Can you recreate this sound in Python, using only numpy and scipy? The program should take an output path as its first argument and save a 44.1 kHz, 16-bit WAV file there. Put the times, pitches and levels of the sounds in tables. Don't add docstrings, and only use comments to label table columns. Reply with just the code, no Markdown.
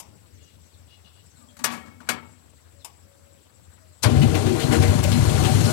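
import sys
import numpy as np
from scipy import signal
from scipy.fft import rfft, irfft
from scipy.io import wavfile
from scipy.ndimage import uniform_filter1d

SR = 44100
rng = np.random.default_rng(int(sys.argv[2]) if len(sys.argv) > 2 else 0)


def unload_audio(sound):
    columns = np.transpose(np.atleast_2d(sound))
    steps = np.round(np.clip(columns, -1, 1) * 32767)
    wavfile.write(sys.argv[1], SR, steps.astype(np.int16))


N = 252252


# frequency in Hz, level in dB per Hz.
FIELD_SPECTRUM = [(15, -77), (25, -38), (48, -48), (63, -7.5), (84, 5), (123, -11.5), (212, -16),
                  (384, -22.5), (545, -15.5), (695, -18), (2350, -26), (6050, -27), (7710, -43),
                  (9070, -29), (16000, -46)]
FIELD_DB = -59.5
# time in seconds, level in dB.
DRONE_SWELL = [(0.0, -65), (0.142, -64.5), (0.466, -61.5), (0.688, -67), (0.886, -69), (1.25, -66)]
# time in seconds, level in dB.
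INSECT_LEVELS = [(0.0, -68), (1.04, -68), (1.52, -63.5), (2.02, -68.5), (2.34, -65), (2.58, -67.5),
                 (3.8, -66.5), (4.1, -63.5)]
INSECT_HZ, INSECT_WIDTH_HZ = 7710, 810

# start in seconds, length in seconds, start pitch in Hz, end pitch in Hz,
# arch of the pitch in Hz, level in dB.
COOS = [(1.4, 0.345, 563, 520, 34, -66.5), (2.73, 0.09, 564, 564, 0, -64.5),
        (3.02, 0.38, 562, 556, -0.5, -67), (2.97, 0.79, 511, 511, 0.5, -73),
        (3.76, 0.17, 670, 594, -1.5, -69)]
COO_EDGE_SHARE = 0.14
# start in seconds, level in dB, start pitch in Hz, end pitch in Hz,
# length in seconds.
CHIPS = [(0.018, -59, 7000, 5140, 0.018), (0.327, -67.5, 7100, 5030, 0.047), (0.421, -62, 7560, 5360, 0.03),
         (0.648, -66, 7050, 5370, .025), (0.718, -64.5, 4900, 3130, 0.04), (1.266, -67, 5800, 4930, .02),
         (1.298, -65, 7000, 5500, .025), (1.347, -67, 4700, 3400, .04), (1.337, -66, 1540, 1450, .03),
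         (1.405, -64.5, 1266, 1100, 0.035), (1.483, -60, 3440, 3090, 0.02),
         (2.786, -63.5, 4500, 3180, 0.05)]
# start in seconds, level in dB, length in seconds.
RASPS = [(0.362, -65.5, 0.21), (0.872, -59, 0.097), (1.041, -58.5, 0.053), (1.122, -63, 0.09)]
# frequency in Hz, width in Hz, level in dB.
RASP_RESONANCES = [(2860, 280, 4), (3400, 400, -1.5), (4600, 360, -10), (3900, 1100, 0.5)]

# start in seconds, level in dB, rise in
# seconds, crack t60 in seconds, tail in dB, brightness in dB per octave, ring in dB, freedom to ring
# as a factor on the mode t60, dull knock in dB, extra level of the first mode in dB.
LEVER_BLOWS = [(1.36, -55.5, 0.045, 0.26, -2, 3.5, -9, 0.27, -30, 22),
               (1.567, -49.5, 0.0014, 0.15, -24, 2.5, -13, 0.42, 4, 18.5),
               (1.589, -42, 0.0031, 0.086, -8, 1.5, -17, 0.46, -10, 12.5),
               (1.638, -14, 0.0054, 0.084, -11.5, 3, -22.5, 1, -3, 0),
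               (1.685, -29, 0.047, 0.26, -5.5, 1, -13, 0.96, -20, -2),
               (1.855, -53.5, 0.006, 0.1, 1, 0, -16, 0.84, -5, 7),
               (2.003, -47, 0.0018, 0.019, -4, -1, -12.5, 0.4, 12.5, -5),
               (2.062, -51.5, 0.013, 0.24, -17, -0.5, 1, 0.69, -20, -10),
               (2.088, -19, 0.0022, 0.11, -11.5, 1.5, -9, 0.46, 8.5, -6.5)]
# frequency in Hz, level in dB per Hz.
CONSOLE_SPECTRUM = [(59, -40), (100, 5.5), (229, 2.5), (415, 1.5), (634, 4), (752, -3), (818, -1.5),
                    (891, 8), (2630, -4.5), (3400, -7.5), (7450, -6), (13200, -15), (16000, -27)]
# frequency in Hz, level in dB, t60 in seconds.
CONSOLE_MODES = [(236.6, 5.5, 0.84), (759, -3, 0.49), (880, -15.5, 0.82), (1150, -2.5, 0.23),
                 (1313, -11.5, 0.93), (1450, -17, 0.18), (1684, -5.5, 0.5), (1864, -7, 0.5),
                 (2210, -11, 0.93), (2300, -9, 0.5), (2530, -10, 0.44), (2840, -7, 0.19), (3160, -16, 0.58),
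                 (3450, -12, 0.36), (3930, -13, 0.24), (4500, -14, 0.36)]
KEY_CLICKS = [(0.0, -36, 0.00083, 0.071, -11, 0, -19.5, 1.14, -33, 0.1),
              (2.8445, -34.5, 0.0027, 0.087, -11.5, 0.013, -18, 0.85, -30, 0.1)]
# frequency in Hz, level in dB per Hz.
KEY_SPECTRUM = [(180, -39), (300, -17), (519, -15.5), (1100, -11.5), (1460, -22.5), (2440, -14),
                (3830, -17), (4090, -26), (5080, -9.5), (6300, -16.5), (7080, -8), (14700, -20),
                (16000, -39)]
# frequency in Hz, level in dB, t60 in seconds.
KEY_MODES = [(940, -1, 0.17), (1096, -2.5, 0.3), (844, 4, 0.1), (700, -4, 0.1)]
# frequency in Hz, t60 in seconds.
CAB_DECAY = [(150, 1), (400, 0.69), (1040, 0.41), (2760, 0.41), (7280, 0.12)]
CRACK_BASS_HZ = 1210
SWELL_CYCLES = 3.4
KNOCK_HZ, KNOCK_T60_S = 1470, 0.02
DETUNE = 0.012
REBOUNDS_PER_S, REBOUND_DB = 1200, 1.0

# middle in seconds, level in dB, pitch in Hz, half length
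# in seconds.
PANEL_SINGS = [(4.067, -32, 462, 0.043), (4.07, -30, 607, 0.04), (4.132, -26, 246, 0.071),
               (4.2, -23.5, 139.7, 0.21), (4.239, -21, 218, 0.038), (4.512, -27, 371, 0.12),
               (4.539, -24, 335, 0.039), (4.737, -29.5, 766, 0.052), (4.743, -28, 308, 0.14),
               (4.338, -31, 462, 0.062), (4.626, -33, 458, 0.084), (4.746, -28, 461, 0.071),
               (4.85, -31, 470, 0.13), (4.642, -34.5, 751, 0.032), (4.754, -34.5, 1440, 0.048),
               (4.935, -31.5, 593, 0.024), (5.694, -39, 1446, 0.071), (4.841, -32.5, 759, 0.081),
               (4.954, -22.5, 233, 0.02), (5.055, -26, 582, 0.014), (5.084, -28.5, 590, 0.019),
               (5.176, -23, 239.6, 0.099), (5.2, -26, 139, 0.045), (5.405, -30.5, 749, 0.04),
               (5.498, -31, 759, 0.073), (5.559, -31.5, 141, 0.12)]
FAINT_SINGS, FAINT_SING_DB, FAINT_HALF_S = 8, -29, 0.026
# start in seconds, level in dB, centre in Hz, t60 in seconds,
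# length of the cluster in seconds, surge of rattle in dB.
CLANKS = [(4.212, -33, 2620, 0.06, 0.011, -44.5), (4.34, -29, 2230, 0.071, 0.0059, -35.5),
          (4.45, -40, 3500, 0.17, 0.014, -57), (4.585, -37, 3230, 0.16, 0.048, -36),
          (4.705, -34, 1810, 0.034, 0.052, -29.5), (4.808, -37.5, 2000, 0.13, 0.048, -31),
          (5.027, -30.5, 7460, 0.037, 0.004, -51), (5.03, -35, 2670, 0.081, 0.0075, -55),
          (5.112, -33, 3470, 0.042, 0.016, -42), (5.286, -39, 3070, 0.069, 0.0092, -52),
          (5.43, -33, 2980, 0.07, 0.024, -35), (5.64, -36, 4500, 0.04, 0.0095, -48)]
CLANK_RISE_S, CLANK_WIDTH = 0.01, 0.6
CLUSTER_GRAINS_PER_S, CLUSTER_DB = 1000, 0.9
CLANK_RING_DB, CLANK_RING_T60_S = 5.5, 0.19
CLANK_REACH_OCT = 0.5

# time in seconds, frame shake in dB, panel drumming in dB, shake rate
# in Hz.
CRANK = [(4.059, -24.5, -27.5, 102.2), (4.272, -22, -27.5, 98.84), (4.327, -23.5, -30.5, 92.84),
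         (4.374, -30, -25.5, 98.17), (4.456, -25.5, -28, 97.32), (4.596, -33.5, -30.5, 95.94),
         (4.656, -24, -29.5, 103), (4.737, -26, -24.5, 102.1), (4.811, -18.5, -27.5, 97.64),
         (4.938, -23, -29, 96.2), (5.072, -22, -32, 96.43), (5.13, -24, -30.5, 103.2),
         (5.33, -18, -28, 101.1), (5.376, -21, -30, 95.9), (5.474, -22.5, -29, 95.56),
         (5.538, -23, -28, 101.9), (5.626, -21.5, -30, 99.9), (5.72, -27, -26, 109.3)]
ENGAGE_S, ENGAGE_RISE_S, ENGAGE_FROM_DB = 4.015, 0.03, -43
HUM_DB, HUM_AT_SHAKE_DB, HUM_SLOPE = -28, -18, 0.45
# frequency in Hz, level in dB per Hz.
FRAME_SPECTRUM = [(30, -60), (57, -2), (91, 2), (145, 2.5), (198, -7.5), (233, -22), (260, -2),
                  (340, -44.5), (570, -120)]
# frequency in Hz, width in Hz, level in dB.
PANEL_RESONANCES = [(234.7, 48, 1), (312, 36, -1), (369.1, 20.4, -4), (407.6, 48, -4), (465.4, 50, -7),
                    (602, 80, -7), (759, 57, -7.5)]
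# frequency in Hz, level in dB per Hz.
RATTLE_SPECTRUM = [(290, -15), (500, -10), (682, -7.5), (754, -30), (817, -9), (950, -5), (1280, -10),
                   (1430, -10), (1920, -13), (2100, -12), (3680, -15), (4190, -19.5), (5500, -25.5),
                   (7150, -40), (12100, -120)]
# frequency in Hz, width in Hz, level in dB.
LOOSE_PARTS = [(1440, 49, -19), (2057, 38, -21), (2680, 39, -25), (2950, 60, -24.5), (3266, 100, -28),
               (4130, 30, -19.5), (4630, 60, -25.5)]
# frequency in Hz, level in dB per Hz.
FIZZ_SPECTRUM = [(2240, -12), (3800, -9), (4210, 0.5), (4770, -5.5), (7240, -2.5), (10700, -7),
                 (13500, -16.5), (14400, -13), (15000, -60)]
MESH_S, MESH_RISE_S, MESH_DB, MESH_T60_S, MESH_FIZZ_T60_S = 4.02, 0.028, -23, 0.19, 0.14
BED_DB, BED_DB_PER_S = -38.5, 2.5
FIZZ_DB, FIZZ_DB_PER_S = -5, 3
SURGE_RISE_S, SURGE_T60_S = 0.02, 0.28
# peak in seconds, level in dB, pitch in Hz.
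THUMPS = [(4.064, -9, 115.5), (4.12, -13.5, 105), (4.171, -11.5, 96), (4.19, -18.5, 111),
          (4.211, -14.5, 143), (4.258, -16, 116), (4.288, -14, 109), (4.46, -14, 108.4), (4.65, -13, 127),
          (4.7, -14, 114), (4.782, -15, 99), (4.853, -18, 103), (4.889, -10.5, 102), (4.9, -12.5, 101),
          (5.042, -17, 107), (5.273, -14, 95.6), (5.311, -12, 108), (5.348, -14, 98), (5.465, -12.5, 116),
          (5.523, -11.5, 125), (5.551, -11, 105), (5.646, -15, 117)]
THUMP_RISE_S, THUMP_T60_S = 0.019, 0.06
LULL_LEAD_S, LULL_S, LULL_DB = 0.0071, 0.023, -4
DIP_S, DIP_HALF_S, DIP_DB = 5.02, 0.008, -6.5

# frequency in Hz, level in dB, lag in radians.
THROUGH_FINGER = [(30, -5, 1.2), (64, -7.3, 1.2), (107, -9.2, 1.34), (172, -12.5, 1.68), (279, -21, 2.28),
                  (430, -30, 2.7), (800, -45, 3)]
# frequency in Hz, level in dB.
FINGER_LEAK = [(100, -48), (400, -35), (1000, -25.5), (1450, -29.5), (2100, -23), (3300, -33),
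               (4100, -29.5), (5000, -32), (6400, -20.5), (7800, -38), (15000, -45)]
# tick in seconds, level in dB, length in seconds of the drop in
PORT_TICKS = [(1.505, -43, 0.014), (2.384, -46, 0.048), (2.463, -40, 0.017), (2.537, -45, 0.031),
              (2.805, -48.5, 0.042), (2.985, -43, 0.007), (3.154, -42, 0.014), (3.197, -42, 0.0099),
              (3.351, -42, 0.016), (3.47, -40, 0.0091), (3.565, -44, 0.036), (3.599, -42, 0),
              (3.663, -47, 0.0039), (3.784, -43, 0.013), (3.916, -41, 0)]
FAINT_TICKS, FAINT_TICK_DB, FAINT_TICK_SPAN_S = 7, -50, (1.4, 4.0)
# frequency in Hz, level in dB per Hz.
SELF_NOISE_SPECTRUM = [(35, 0), (130, 14), (300, 10.5), (700, 4), (2000, 1), (6000, -2), (15000, -1)]
SELF_NOISE_DB = -64
MIC_GAIN_DB, MIC_BASS_HZ, EDGE_HZ = 6.0, 55, 16000
OVERLOAD = 1.3


def gain_of(db):
    return 10 ** (np.asarray(db) / 20)


def evened(x):
    return x / np.sqrt(np.mean(x ** 2) + 1e-20)


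def sine(cycles):
    return np.sin(2 * np.pi * cycles)


def read(points, hz, axis=1):
    rows = np.transpose(points)
    return np.interp(np.log(hz + 1), np.log(rows[0] + 1), rows[axis])


def add(mix, s, sound):
    part = mix[round(max(s, 0) * SR):][:len(sound)]
    part += sound[:len(part)]


def coloured(x, points):
    gain = gain_of(read(points, np.fft.rfftfreq(len(x), 1 / SR)))
    return evened(irfft(rfft(x) * gain, len(x)))


def resonate(x, hz, width):
    r = np.exp(-np.pi * width / SR)
    return 2 * signal.lfilter([1 - r], [1, -r * np.exp(2j * np.pi * hz / SR)], x).real


def rings(x, table):
    return sum(gain_of(db) * evened(resonate(resonate(x, hz, width), hz, width))
               for hz, width, db in table)


def drift(n, seconds):
    size = max(round(seconds * SR), 1)
    return evened(uniform_filter1d(uniform_filter1d(rng.standard_normal(n), size), size))


def patchy(x, depth_db):
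    z = signal.stft(x, nperseg=256)[2]
    patches = rng.standard_normal(z.shape[::-1])
    patches = uniform_filter1d(uniform_filter1d(patches, 9, axis=0), 6, axis=1).T
    return evened(signal.istft(z * gain_of(depth_db * evened(patches)), nperseg=256)[1][:len(x)])


def burst(t, s, rise_s, db, t60):
    rise = np.clip((t - s) / max(rise_s, 1e-3), 0, 1) ** 2
    return rise * gain_of(db - 60 * np.maximum(t - s - rise_s, 0) / max(t60, .01))


def chatter_of(n, per_s, spread_db):
    hit, size = rng.random((n, 2)).T
    train = (hit < per_s / SR) * gain_of(-spread_db * np.log(size + 0.00075))
    impacts = signal.oaconvolve(train, np.exp(-np.arange(600) / 97.0))[:n]
    return evened(.5 + evened(impacts))


def field():
    t = np.arange(N) / SR
    air = coloured(patchy(rng.standard_normal(N), depth_db=2.75), FIELD_SPECTRUM) * gain_of(FIELD_DB)
    swell_gain = gain_of(np.interp(t, *np.transpose(DRONE_SWELL)))
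    swell = evened(rings(air, [(301, 406, 0)])) * swell_gain
    flicker = gain_of(0.55 * drift(N, 0.0033) + 2.4 * drift(N, 0.017))
    chorus = evened(rings(rng.standard_normal(N) * flicker, [(INSECT_HZ, INSECT_WIDTH_HZ, 0)]))
    return air + swell + gain_of(np.interp(t, *np.transpose(INSECT_LEVELS))) * chorus


def birds():
    out = np.zeros(N)
    for s, length, start_hz, end_hz, arch_hz, db in COOS:
        n = round(length * SR)
        hz = np.linspace(start_hz, end_hz, n) + arch_hz * signal.windows.tukey(n, .5)
        tone = sine(np.cumsum(hz * (1 + 0.0076 * drift(n, 0.011))) / SR)
        add(out, s, np.sqrt(2) * gain_of(db) * tone * signal.windows.tukey(n, COO_EDGE_SHARE))
    for s, db, start_hz, end_hz, length in CHIPS:
        hz = np.linspace(start_hz, end_hz, round(length * SR))
        tone = sine(np.cumsum(hz) / SR)
        add(out, s, np.sqrt(2) * gain_of(db) * tone * signal.windows.tukey(len(hz), .5))
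    for s, db, length in RASPS:
        n = round(length * SR)
        throb = gain_of(4.7 * drift(n, 0.00086))
        voice = evened(rings(rng.standard_normal(n) * throb, RASP_RESONANCES))
        add(out, s, gain_of(db) * voice * signal.windows.tukey(n, .4))
    return out


def far_birds():
    calls = birds()
    echoes = rng.standard_normal(4000) * gain_of(-60 * np.arange(4000) / SR / 0.2)
    smeared = signal.oaconvolve(calls, echoes / np.linalg.norm(echoes))[:N]
    return 0.64 * calls + 0.86 * smeared


def cab_tail(noise, spectrum, struck):
    n = len(noise)
    rebounds = coloured(noise * chatter_of(n, REBOUNDS_PER_S, REBOUND_DB), spectrum)
    hz, frame_s, z = signal.stft(rebounds, SR, nperseg=256)
    decay = gain_of(-60 * frame_s / read(CAB_DECAY, hz)[:, None])
    tail = signal.istft(z * decay, SR, nperseg=256)[1][:n]
    return 0.83 * tail + 1.6 * sum(gain_of(db) * resonate(tail, hz, 35) for hz, db, _ in struck)


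def mode_ring(t, struck, tilt_db, free):
    ring = np.zeros(len(t))
    for (hz, db, t60), phase in zip(struck, rng.random(len(struck))):
        flutter_db = 3.5 * drift(len(t), .008)
        gain = gain_of(db + tilt_db * np.log2(hz / 1500) - 60 * t / (t60 * free) + flutter_db)
        ring += gain * (1 - np.exp(-hz * t / SWELL_CYCLES)) * sine(hz * t + phase)
    return ring


def hits(table, spectrum, modes):
    out, t = np.zeros(N), np.arange(20000) / SR
    for s, db, rise, t60, tail_db, tilt_db, ring_db, free, knock_db, first_db in table:
        tilted = [(hz, level + tilt_db * np.log2(hz / 1500)) for hz, level in spectrum]
        shifts = 1 + DETUNE * rng.uniform(-1, 1, len(modes))
        struck = [(hz * shift, level + first_db * (k == 0), decay)
                  for k, ((hz, level, decay), shift) in enumerate(zip(modes, shifts))]
        crack = coloured(rng.standard_normal(len(t)), tilted)
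        crack = crack - .5 * resonate(crack, 0, CRACK_BASS_HZ)
        crack = crack * gain_of(-60 * t / max(t60, .01))
        tail = gain_of(tail_db) * cab_tail(rng.standard_normal(len(t)), tilted, struck)
        ring = gain_of(ring_db) * mode_ring(t, struck, tilt_db, free)
        knock = gain_of(knock_db - 60 * t / KNOCK_T60_S) * sine(KNOCK_HZ * t)
        attack = np.minimum(t / max(rise, 1e-4), 1) ** 2
        add(out, s, gain_of(db) * attack * (crack + tail + ring + knock))
    return out


def singing_panels():
    out = np.zeros(N)
    when, which, size = rng.random((FAINT_SINGS, 3)).T
    chosen = (which * len(PANEL_RESONANCES)).astype(int)
    panel_hz, _, panel_db = np.transpose(PANEL_RESONANCES)[:, chosen]
    faint_s = ENGAGE_S + .1 + when * (N / SR - ENGAGE_S)
    faint = np.transpose([faint_s, FAINT_SING_DB + panel_db, panel_hz, FAINT_HALF_S * (.5 + size)])
    for s, db, hz, half in [*PANEL_SINGS, *faint]:
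        t = np.arange(-half, half, 1 / SR)
        swell = np.sqrt(2) * gain_of(db) * np.hanning(len(t)) ** 2
        add(out, s - half, swell * sine(hz * t + rng.random()))
    return out


def clanks():
    out, t = np.zeros(N), np.arange(8000) / SR
    ring_width_hz = np.log(1000) / np.pi / CLANK_RING_T60_S
    for s, db, hz, t60, hold, _ in CLANKS:
        puff = rng.standard_normal(len(t))
        cluster = puff * chatter_of(len(t), CLUSTER_GRAINS_PER_S, CLUSTER_DB)
        band = evened(rings(cluster, [(hz, CLANK_WIDTH * hz, 0), (hz, 3.3 * hz, -3)]))
        struck = puff * gain_of(-60 * np.maximum(t - hold, 0) / max(t60, .01))
        struck = struck * np.sqrt(SR * CLANK_RING_T60_S / 2)
        ring = np.zeros(len(t))
        for part_hz, _, level in LOOSE_PARTS:
            miss = np.log2(part_hz / hz) / CLANK_REACH_OCT
            ring += gain_of(level - 6.5 * miss ** 2) * resonate(struck, part_hz, ring_width_hz)
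        add(out, s + CLANK_RISE_S / 2, gain_of(db + CLANK_RING_DB) * ring)
        decay = gain_of(db - 60 * np.maximum(t - CLANK_RISE_S - hold, 0) / max(t60, .01))
        add(out, s, decay * np.minimum(t / CLANK_RISE_S, 1) * band)
    return out


def thumps(t):
    swing, lull = np.zeros(len(t)), np.ones(len(t))
    for s, db, hz in THUMPS:
        gain = burst(t, s - THUMP_RISE_S, THUMP_RISE_S, db, THUMP_T60_S)
        swing += gain * sine(hz * (t - s) + rng.random())
        lull *= gain_of(LULL_DB * np.exp(-((t - s + LULL_LEAD_S) / LULL_S) ** 2))
    return swing, lull


def gear_noise(t):
    since = t - ENGAGE_S
    bed = burst(t, MESH_S, MESH_RISE_S, BED_DB, np.inf) * gain_of(BED_DB_PER_S * since)
    surges = sum(burst(t, row[0], SURGE_RISE_S, row[-1], SURGE_T60_S) ** 2 for row in CLANKS)
    bed = np.sqrt(bed ** 2 + surges)
    crash = burst(t, MESH_S, MESH_RISE_S, MESH_DB, MESH_T60_S)
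    fizz_crash = burst(t, MESH_S, MESH_RISE_S / 2, MESH_DB, MESH_FIZZ_T60_S)
    rattle_gain = np.hypot(bed, crash)
    fizz_gain = np.hypot(bed * gain_of(FIZZ_DB + FIZZ_DB_PER_S * since), fizz_crash)
    chatter = gain_of(.8 * drift(len(t), 0.005))
    grind, hiss = rng.standard_normal((2, len(t))) * chatter
    rattle = patchy(coloured(grind, RATTLE_SPECTRUM) + rings(grind, LOOSE_PARTS), depth_db=1.5)
    fizz = patchy(coloured(hiss, FIZZ_SPECTRUM), depth_db=1.0)
    return rattle_gain * rattle + fizz_gain * fizz


def engine():
    t = np.arange(ENGAGE_S, N / SR, 1 / SR)
    s, *columns = np.transpose(CRANK)
    shake_db, panel_db, hz = (np.interp(t, s, column) for column in columns)
    rise_db = ENGAGE_FROM_DB * np.maximum(1 - (t - ENGAGE_S) / ENGAGE_RISE_S, 0)
    shake_db, panel_db = shake_db + rise_db, panel_db + rise_db
    turns = np.cumsum(hz * (1 + 0.0774 * drift(len(t), 0.00837))) / SR
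    clicks = np.diff(np.floor(turns), prepend=0)
    knocks = evened(clicks * gain_of(3.9 * drift(len(t), 0.0055)))
    frame_noise, panel_noise = rng.standard_normal((2, len(t)))
    frame = coloured(.5 * knocks + 0.68 * frame_noise, FRAME_SPECTRUM)
    panels = evened(rings(0.36 * knocks + panel_noise, PANEL_RESONANCES))
    hum_db = HUM_DB + HUM_SLOPE * (shake_db - HUM_AT_SHAKE_DB)
    hum = np.sqrt(2) * gain_of(hum_db) * sine(np.cumsum(hz) / SR)
    swing, lull = thumps(t)
    roar = lull * (gain_of(shake_db) * frame + hum) + swing
    roar = roar + gain_of(panel_db) * panels + gear_noise(t)
    dip = gain_of(DIP_DB * np.exp(-((t - DIP_S) / DIP_HALF_S) ** 2))
    out = np.zeros(N)
    add(out, ENGAGE_S, roar * dip)
    return out


def scene():
    sound = field() + far_birds()
    sound += hits(LEVER_BLOWS, CONSOLE_SPECTRUM, CONSOLE_MODES)
    sound += hits(KEY_CLICKS, KEY_SPECTRUM, KEY_MODES)
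    sound += singing_panels() + clanks() + engine()
    return np.array([sound, sound])


def covered_port(x, hiss):
    hz, _, z = signal.stft(x, SR, nperseg=1024, noverlap=768)
    paths = rng.standard_normal((z.shape[1], len(hz), 2))
    a, b = uniform_filter1d(uniform_filter1d(paths, 9, axis=0), 5, axis=1).T
    leak = gain_of(read(FINGER_LEAK, hz))[:, None] * (evened(a) + 1j * evened(b)) / np.sqrt(2)
    through = gain_of(read(THROUGH_FINGER, hz)) * np.exp(-1j * read(THROUGH_FINGER, hz, axis=2))
    heard = z * (through[:, None] + leak)
    out = signal.istft(heard, SR, nperseg=1024, noverlap=768)[1][:N] + hiss
    t = np.arange(N) / SR
    for s, _, drop_s in PORT_TICKS:
        dropped = 1. * ((t > s - drop_s) & (t < s))
        out = out * (1 - 0.81 * uniform_filter1d(dropped, size=100))
    u = np.arange(800) / SR / 0.0014
    push = -(1 - u) * np.exp(-u) * np.minimum(u / 0.09, 1)
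    faint = [(s, FAINT_TICK_DB, 0) for s in rng.uniform(*FAINT_TICK_SPAN_S, FAINT_TICKS)]
    for s, db, _ in [*PORT_TICKS, *faint]:
        add(out, s - .001, gain_of(db) * push)
    return out


def record(dry):
    noise = rng.standard_normal((2, N))
    hiss = gain_of(SELF_NOISE_DB) * np.array([coloured(v, SELF_NOISE_SPECTRUM) for v in noise])
    bass_cut = signal.butter(3, MIC_BASS_HZ, "high", fs=SR, output="sos")
    left, right = gain_of(MIC_GAIN_DB) * signal.sosfilt(bass_cut, dry)
    ports = np.array([left + hiss[0], covered_port(right, hiss[1])])
    ports = OVERLOAD * np.tanh(ports / OVERLOAD)
    band_limit = signal.firwin(511, EDGE_HZ, window=("kaiser", 9), fs=SR)
    return signal.oaconvolve(ports, band_limit[None], "same")


dry = scene()
out = record(dry)
unload_audio(out)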